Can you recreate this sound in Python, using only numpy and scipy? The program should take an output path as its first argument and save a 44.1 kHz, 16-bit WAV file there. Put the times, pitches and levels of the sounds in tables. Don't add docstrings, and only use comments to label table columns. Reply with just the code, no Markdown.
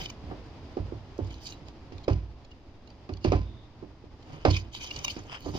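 import sys
import numpy as np
from scipy import signal
from scipy.fft import rfft, irfft
from scipy.io import wavfile
from scipy.ndimage import uniform_filter1d

SR = 44100
rng = np.random.default_rng(int(sys.argv[2]) if len(sys.argv) > 2 else 0)


def put_to_file(sound):
    columns = np.atleast_2d(sound).T
    safe = np.clip(columns, -1, 1)
    whole_steps = np.round(safe * 32767)
    wavfile.write(sys.argv[1], SR, whole_steps.astype(np.int16))


N = 246078
TIME = np.arange(N) / SR
HIT_TIME = TIME[:SR // 2]
LEFT_LAG_S = 0.00023

# time of full force in seconds, hold in seconds, level in dB,
# attack in seconds, low ring of the fitting in dB.
TWISTS = [(0.0, 0.023, -42.5, .01, 3), (1.283, 0.07, -61.5, .15, 3), (1.455, .025, -42, 0.054, -14),
          (4.319, 0.032, -62.5, 0.25, -4), (4.536, 0.03, -43.5, 0.09, 1.5), (4.734, 0.13, -46, 0.012, 1),
          (4.903, 0.082, -50.5, 0.025, 1.5), (5.081, 0.014, -37, 0.0053, -9.5),
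          (5.2, 0.074, -63.5, 0.03, -10), (5.46, 0.009, -45.5, 0.1, -11), (5.548, .04, -44, .04, -34)]
# time of full force in seconds, hold in seconds, level in dB, attack in seconds.
RIM_SLIDES = [(4.34, 0.086, -58, 0.14), (4.834, 0.36, -56.5, 0.039), (5.333, .02, -38, 0.057)]
SHOVES = [(0.0, .01, -37, .01), (0.3, .02, -43, .05), (4.303, .07, -46, 0.067), (4.791, 0.19, -51.5, .05),
          (4.96, 0.13, -47.5, .01), (5.174, .008, -40, .008), (5.248, 0.071, -52, .01),
          (5.454, 0.038, -40, .04), (5.548, .03, -33, .02)]
# time in seconds, level in dB.
HUSH_LEVELS = [(0, -44), (1.2, -46), (2.6, -50.5), (4.1, -50.5), (4.7, -48), (5.58, -50.5)]
# start in seconds, level in dB, slip length in seconds, pitch in Hz.
CATCHES = [(0.055, -26.5, 0.0081, 3520), (0.099, -27, 0.0058, 6150), (1.179, -42, .003, 7200),
           (1.246, -44, .0025, 7200), (1.304, -39, .009, 2860), (1.342, -36.5, 0.002, 4400),
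           (1.489, -28, 0.0014, 4600), (1.523, -26.5, 0.001, 4200), (1.684, -30, .002, 4680),
           (1.981, -35.5, 0.0035, 4100), (2.036, -40.5, 0.013, 4230), (2.13, -37.5, 0.0058, 4680),
           (2.447, -44, 0.0054, 4430), (2.51, -46.5, 0.011, 2850), (2.873, -44, 0.006, 4360),
           (2.902, -44.5, 0.0034, 4700), (3.136, -36, 0.004, 4600), (3.17, -40.5, 0.0045, 4560),
           (3.243, -25, 0.0029, 4800), (3.364, -36.5, 0.0013, 5330), (4.226, -46.5, .005, 4330),
           (4.503, -22, 0.014, 4540), (4.561, -24.5, 0.014, 5130), (4.748, -22.5, 0.0032, 3170),
           (4.836, -30.5, 0.019, 5700), (4.907, -27.5, 0.0091, 2850), (4.935, -41, 0.0012, 4300),
           (4.961, -23.5, 0.0053, 4550), (4.988, -28, 0.0042, 5950), (5.044, -15, 0.0082, 6670),
           (5.08, -12, 0.0018, 2290), (5.406, -34, 0.0019, 9400)]
# start in seconds, level in dB, pitch of the blow in Hz,
# then trims in dB for the metal tick, the body ring and the table boom.
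PUSHES = [(0.237, -34.5, 158, -12.5, -13, 0.5), (0.310, -34.5, 478, -26, 9, -4),
          (0.767, -19.5, 392, -21.5, 0, 1), (0.92, -24, 360, -31, -3.5, -4.5),
          (1.187, -19, 367, -28, -1, 1), (1.616, -41, 169, -17, -7, 6), (1.919, -33, 323, -6.5, 0.5, 4),
          (2.0782, -11, 435, -13.5, -0.5, 1.5), (3.089, -32, 337, -4.5, 10, 9.5),
          (3.245, -12.5, 371, -9, 1, 1.5), (3.318, -13.5, 453, -8, 3, 3),
          (3.328, -26.5, 700, -22, 9.5, -15), (3.824, -30, 336, -37, 1.5, -9),
          (4.038, -35, 315, -30, -4, -6.5), (4.449, -5.5, 504, -10, 1.5, -2),
          (5.163, -28.5, 269, -5, -7, -10), (5.456, -36.5, 410, -29, 15, 12),
          (5.486, -27, 297, -24, 1.5, -5.5), (5.548, -21.5, 287, -29, -2.5, 6)]

# frequency in Hz, level in dB, time to fall 60 dB in seconds.
FITTING_MODES = [(2550, 0.5, 0.013), (3029, 12.5, 0.024), (3830, -8.5, 0.18), (4200, -3.5, 0.014),
                 (4890, -7.5, 0.045), (5800, -3.5, .02), (6250, -0.5, .012)]
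STOVE_MODES = [(158, 1, 0.078), (210.5, -20.5, 0.82), (263, -6, 0.21), (296.3, -1, 0.22), (334, -15, 0.56),
               (386.1, -2, 0.18), (426.3, -27, 0.48), (533.8, -9, 0.15), (604, -12.5, 0.18),
               (728.4, -5, 0.14), (796, -3, 0.078), (876, -5.5, 0.1), (1019, -13.5, 0.41), (1190, 1, 0.071),
               (1313, -8, 0.09), (1540, -9, 0.13), (1520, -31.5, .14)]
TABLE_MODES = [(57.2, -5.5, 0.54), (72.7, -6, 0.33), (95.14, 2, 0.34), (114.9, -21, 0.87), (145, -11, 0.28)]

# frequency in Hz, gain in dB.
METAL_COLOUR = [(300, -23.5), (1000, 4), (1800, -17.5), (2400, 2.5), (3100, -13), (5000, -10), (6800, -10),
                (8200, -29.5), (11000, -29), (13800, -30), (16000, -30)]
RIM_COLOUR = [(300, -8), (700, -1.5), (1150, 4), (1700, -0.5), (2400, -1.5), (3100, 6.5), (4000, -18),
              (5200, -8), (7500, -25), (15000, -47)]
DRAG_COLOUR = [(30, -6), (60, 8), (100, 3), (180, 5), (330, -3.5), (600, -5.5), (900, -5.5), (1500, -16.5),
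               (3000, -19.5), (9000, -47)]
HUSH_COLOUR = [(20, -19.5), (32, 3.5), (50, 7), (82, 7.5), (125, 3.5), (165, -4.5), (300, -0.5), (450, -8),
               (900, -11), (1500, -20), (2900, -22), (5000, -27.5), (6500, -34.5), (8500, -52),
               (14000, -56.5)]
PUFF_COLOUR = [(20, 13.5), (50, -11.5), (100, -20), (200, -13), (800, -60.5)]
TICK_COLOUR = [(300, 14), (1200, 1), (1800, -3), (2500, 3), (3600, -6.5), (5000, -6.5), (6500, -14.5),
               (8200, -37), (15000, -49)]
SHUDDER_COLOUR = [(30, -18), (70, 6.5), (170, 5.5), (260, -12), (800, -50.5), (4000, -100)]

# frequency in Hz, left minus right in dB, likeness of the two sides from 0 to 1.
FITTING_PLACE = [(1000, -3.5, 1), (2150, 3, 0.28), (3370, 2.5, 0.9), (4100, -12, 0.57), (7200, 3, 0.15),
                 (13000, -12, 0.15)]
STOVE_PLACE = [(60, -3, 1), (141, -3, 0.58), (370, -4.5, 0.55), (820, -3.5, 0.73), (1350, 0, 1),
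               (2420, -1, 0.26), (5000, -4.5, 0.5)]
AIR_PLACE = [(60, -1, 0.92), (400, -2, 0.98), (1000, -1, 0.62), (2800, 3, 0.067), (5500, -2.5, 0.062),
             (13000, 2, 0.14)]


def undb(db):
    return 10 ** (np.asarray(db) / 20)


def unit(x):
    return x / np.sqrt(np.mean(x ** 2))


def fade(t60):
    return np.exp(-np.log(1000) * HIT_TIME / t60)


def onset(rise_s):
    return 1 - np.exp(-(HIT_TIME / rise_s) ** 2)


def stroke(s, hold_s, db, attack_s, release_s, curve=1.22):
    early = np.maximum(s - TIME, 0) / attack_s
    late = np.maximum(TIME - s - hold_s, 0) / release_s
    return undb(np.maximum(db - 20 * (early + late ** curve), -200))


def noise(size=len(HIT_TIME)):
    return rng.standard_normal((2, size))


def grains(size, rate, spread_db):
    slips = rng.random((2, size)) < rate / SR
    return unit(slips * noise(size) * undb(spread_db * np.minimum(rng.exponential(size=(2, size)), 4)))


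def walk(rate):
    step = int(SR / rate)
    return unit(uniform_filter1d(np.repeat(rng.standard_normal(N // step + 1), step), step)[:N])


def across(table, size):
    hz, *columns = np.transpose(table)
    bins = np.log(np.maximum(np.fft.rfftfreq(size, 1 / SR), 1))
    return [np.interp(bins, np.log(hz), column) for column in columns]


def colour(x, points):
    size = x.shape[-1]
    cepstrum = irfft(np.log(undb(across(points, size)[0])), size)
    cepstrum[1:size // 2] *= 2
    cepstrum[size // 2 + 1:] = 0
    return irfft(rfft(x) * np.exp(rfft(cepstrum)), size)


def place(pair, table, lag_s=LEFT_LAG_S):
    size = pair.shape[-1]
    pan_db, alike = across(table, size)
    other, right = rfft(pair)
    delay = np.exp(-2j * np.pi * np.fft.rfftfreq(size, 1 / SR) * lag_s)
    left = (alike * right + np.sqrt(1 - alike ** 2) * other) * delay
    return irfft(np.array([left * undb(pan_db / 2), right * undb(-pan_db / 2)]), size)


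def add(out, s, sound):
    start = max(int(s * SR), 0)
    out[:, start:start + sound.shape[-1]] += sound[:, :N - start]


def ring(modes, detune):
    out = 0
    for k, (hz, db, t60) in enumerate(modes):
        hz *= 1 + detune * rng.standard_normal()
        out += (-1) ** k * undb(db) * fade(t60) * np.sin(2 * np.pi * hz * HIT_TIME)
    return out


def resonate(slips, modes, ring_db, detune):
    response = ring(modes, detune)
    ringing = signal.fftconvolve(slips, [response / np.linalg.norm(response)], axes=-1)
    return slips + undb(ring_db) * ringing[:, :slips.shape[-1]]


def fitting(slips, detune):
    return colour(resonate(slips, FITTING_MODES, ring_db=-2.5, detune=detune), METAL_COLOUR)


def thread_grind(judder_db=3, shift_db=4, low_ring_hz=3300, treble_db=-3, treble_hz=8000):
    bands = 0
    for hz in np.geomspace(1600, 14000, num=12):
        bandpass = signal.butter(2, [hz / 1.1, hz * 1.1], "band", fs=SR, output="sos")
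        band = signal.sosfilt(bandpass, grains(N, rate=2200, spread_db=2.5))
        bands += band * undb(shift_db * walk(35) + treble_db * (hz > treble_hz))
    thread = unit(fitting(bands, detune=0.017)) * undb(judder_db * walk(90))
    low = signal.sosfiltfilt(signal.butter(4, low_ring_hz, fs=SR, output="sos"), thread)
    twists = sum((thread - low + undb(low_db) * low) * stroke(*twist, release_s=0.083)
                 for *twist, low_db in TWISTS)
    return place(twists, FITTING_PLACE)


def dragging_feet():
    slips = grains(N, rate=1100, spread_db=-0.5)
    rub = colour(resonate(slips, STOVE_MODES, ring_db=-14, detune=0.0018), DRAG_COLOUR)
    force = sum(stroke(*shove, release_s=0.05) for shove in SHOVES)
    return place(unit(rub) * force, STOVE_PLACE)


def open_air(waver_db=1.14, gust_db=3, breeze_db=-61):
    hush_db = np.interp(TIME, *np.transpose(HUSH_LEVELS))
    hush = unit(colour(noise(N), HUSH_COLOUR)) * undb(hush_db + waver_db * walk(27))
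    puffs = unit(colour(noise(N), PUFF_COLOUR)) * undb(breeze_db + gust_db * walk(10))
    return place(hush + puffs, AIR_PLACE, lag_s=0)


def thread_clicks(soft_edge_db=-19, soft_edge_s=0.022, lead_s=0.034,
                  bright_hz=4600, bright_db_per_octave=19):
    out = np.zeros((2, N))
    for s, db, slip_s, hz in CATCHES:
        from_peak = TIME[:SR // 10] - lead_s - slip_s / 2
        letting_go = np.exp(-(2 * from_peak / slip_s) ** 2)
        soft_edge = undb(soft_edge_db) * np.exp(-np.abs(from_peak) / soft_edge_s)
        burst = grains(len(from_peak), rate=16000, spread_db=0.5) * (letting_go + soft_edge)
        bright_db = bright_db_per_octave * max(np.log2(hz / bright_hz), 0)
        tone = [(hz / 3.1, -7), (hz / 1.154, 0), (hz, 8), (hz * 1.075, 0), (12000, bright_db - 9)]
        add(out, s - lead_s, undb(db) * fitting(colour(burst, tone), detune=0.065))
    return place(out, FITTING_PLACE)


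def stove_body(hz, trim_db, contact, blow_db=1, body_db=-11, rattle_db=-12, crest_s=0.0041, cycles=0.62):
    swing = (HIT_TIME - crest_s) * hz
    blow = np.exp(-0.5 * (swing / cycles) ** 2) * np.sin(2 * np.pi * swing + 1) * contact
    hardness = [(hz / 3, -5), (hz * 0.93, 0), (hz * 1.38, -2),
                (hz * 3.1, -14), (hz * 8, -42), (hz * 20, -75)]
    body = colour(ring(STOVE_MODES, detune=0.0084) * contact, hardness)
    rattle = colour(noise() * fade(t60=0.16) * contact, hardness) * np.sqrt(SR / hz) / 2
    struck = undb(blow_db) * blow + undb(body_db + trim_db) * body
    return np.outer([0, 1], struck) + undb(rattle_db + trim_db) * rattle


def metal_tick(contact, jingle_db=-14):
    tick = noise() * fade(t60=0.041)
    jingle = grains(len(HIT_TIME), rate=1200, spread_db=-1) * fade(t60=0.35)
    return colour((tick + undb(jingle_db) * jingle) * contact, TICK_COLOUR)


def table_boom(shudder_db=-8, buzz_db=-27):
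    shudder = unit(colour(noise(), SHUDDER_COLOUR)) * fade(t60=0.28)
    table_top = np.outer([0, 1], ring(TABLE_MODES, detune=0.018))
    boom = (table_top + undb(shudder_db) * shudder) * onset(rise_s=0.023)
    crest = np.maximum(boom[1] / np.abs(boom[1]).max(), 0) ** 2
    return boom + undb(buzz_db) * colour(noise() * crest, METAL_COLOUR)


def knocks(tick_db=3, boom_db=-6, boom_lag_s=0.01453, hop_above_db=-13.5, hop_s=0.022, hop_db=-12.5):
    out = np.zeros((2, N))
    hops = [(s + hop_s, db + hop_db, *rest) for s, db, *rest in PUSHES if db > hop_above_db]
    for s, db, hz, tick_trim_db, body_trim_db, boom_trim_db in PUSHES + hops:
        contact = onset(rise_s=0.0027)
        add(out, s, undb(db) * stove_body(hz, body_trim_db, contact))
        add(out, s, undb(db + tick_db + tick_trim_db) * metal_tick(contact))
        add(out, s + boom_lag_s, undb(db + boom_db + boom_trim_db) * table_boom())
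    return place(out, STOVE_PLACE)


def whistle(hz=3620, width_hz=300):
    band = signal.iirpeak(hz, hz / width_hz, fs=SR)
    hiss = signal.lfilter(*band, signal.lfilter(*band, noise(N)))
    return unit(hiss) * stroke(s=3.47, hold_s=0.16, db=-64.5, attack_s=0.08, release_s=0.17)


def rim_slide():
    rub = unit(colour(grains(N, rate=2900, spread_db=3), RIM_COLOUR))
    force = sum(stroke(*slide, release_s=0.04) for slide in RIM_SLIDES)
    return place(rub * force, FITTING_PLACE)


def scene():
    stove = knocks() + thread_clicks() + thread_grind() + rim_slide() + dragging_feet() + whistle()
    return stove + open_air()


def record(dry, port_hz=4880, port_db=-3, port_q=14, top_hz=15800):
    port_ring = signal.lfilter(*signal.iirpeak(port_hz, port_q, fs=SR), dry)
    lowpass = signal.ellip(8, 0.2, 70, top_hz, fs=SR, output="sos")
    return signal.sosfilt(lowpass, dry + undb(port_db) * port_ring)


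dry = scene()
out = record(dry)
put_to_file(out)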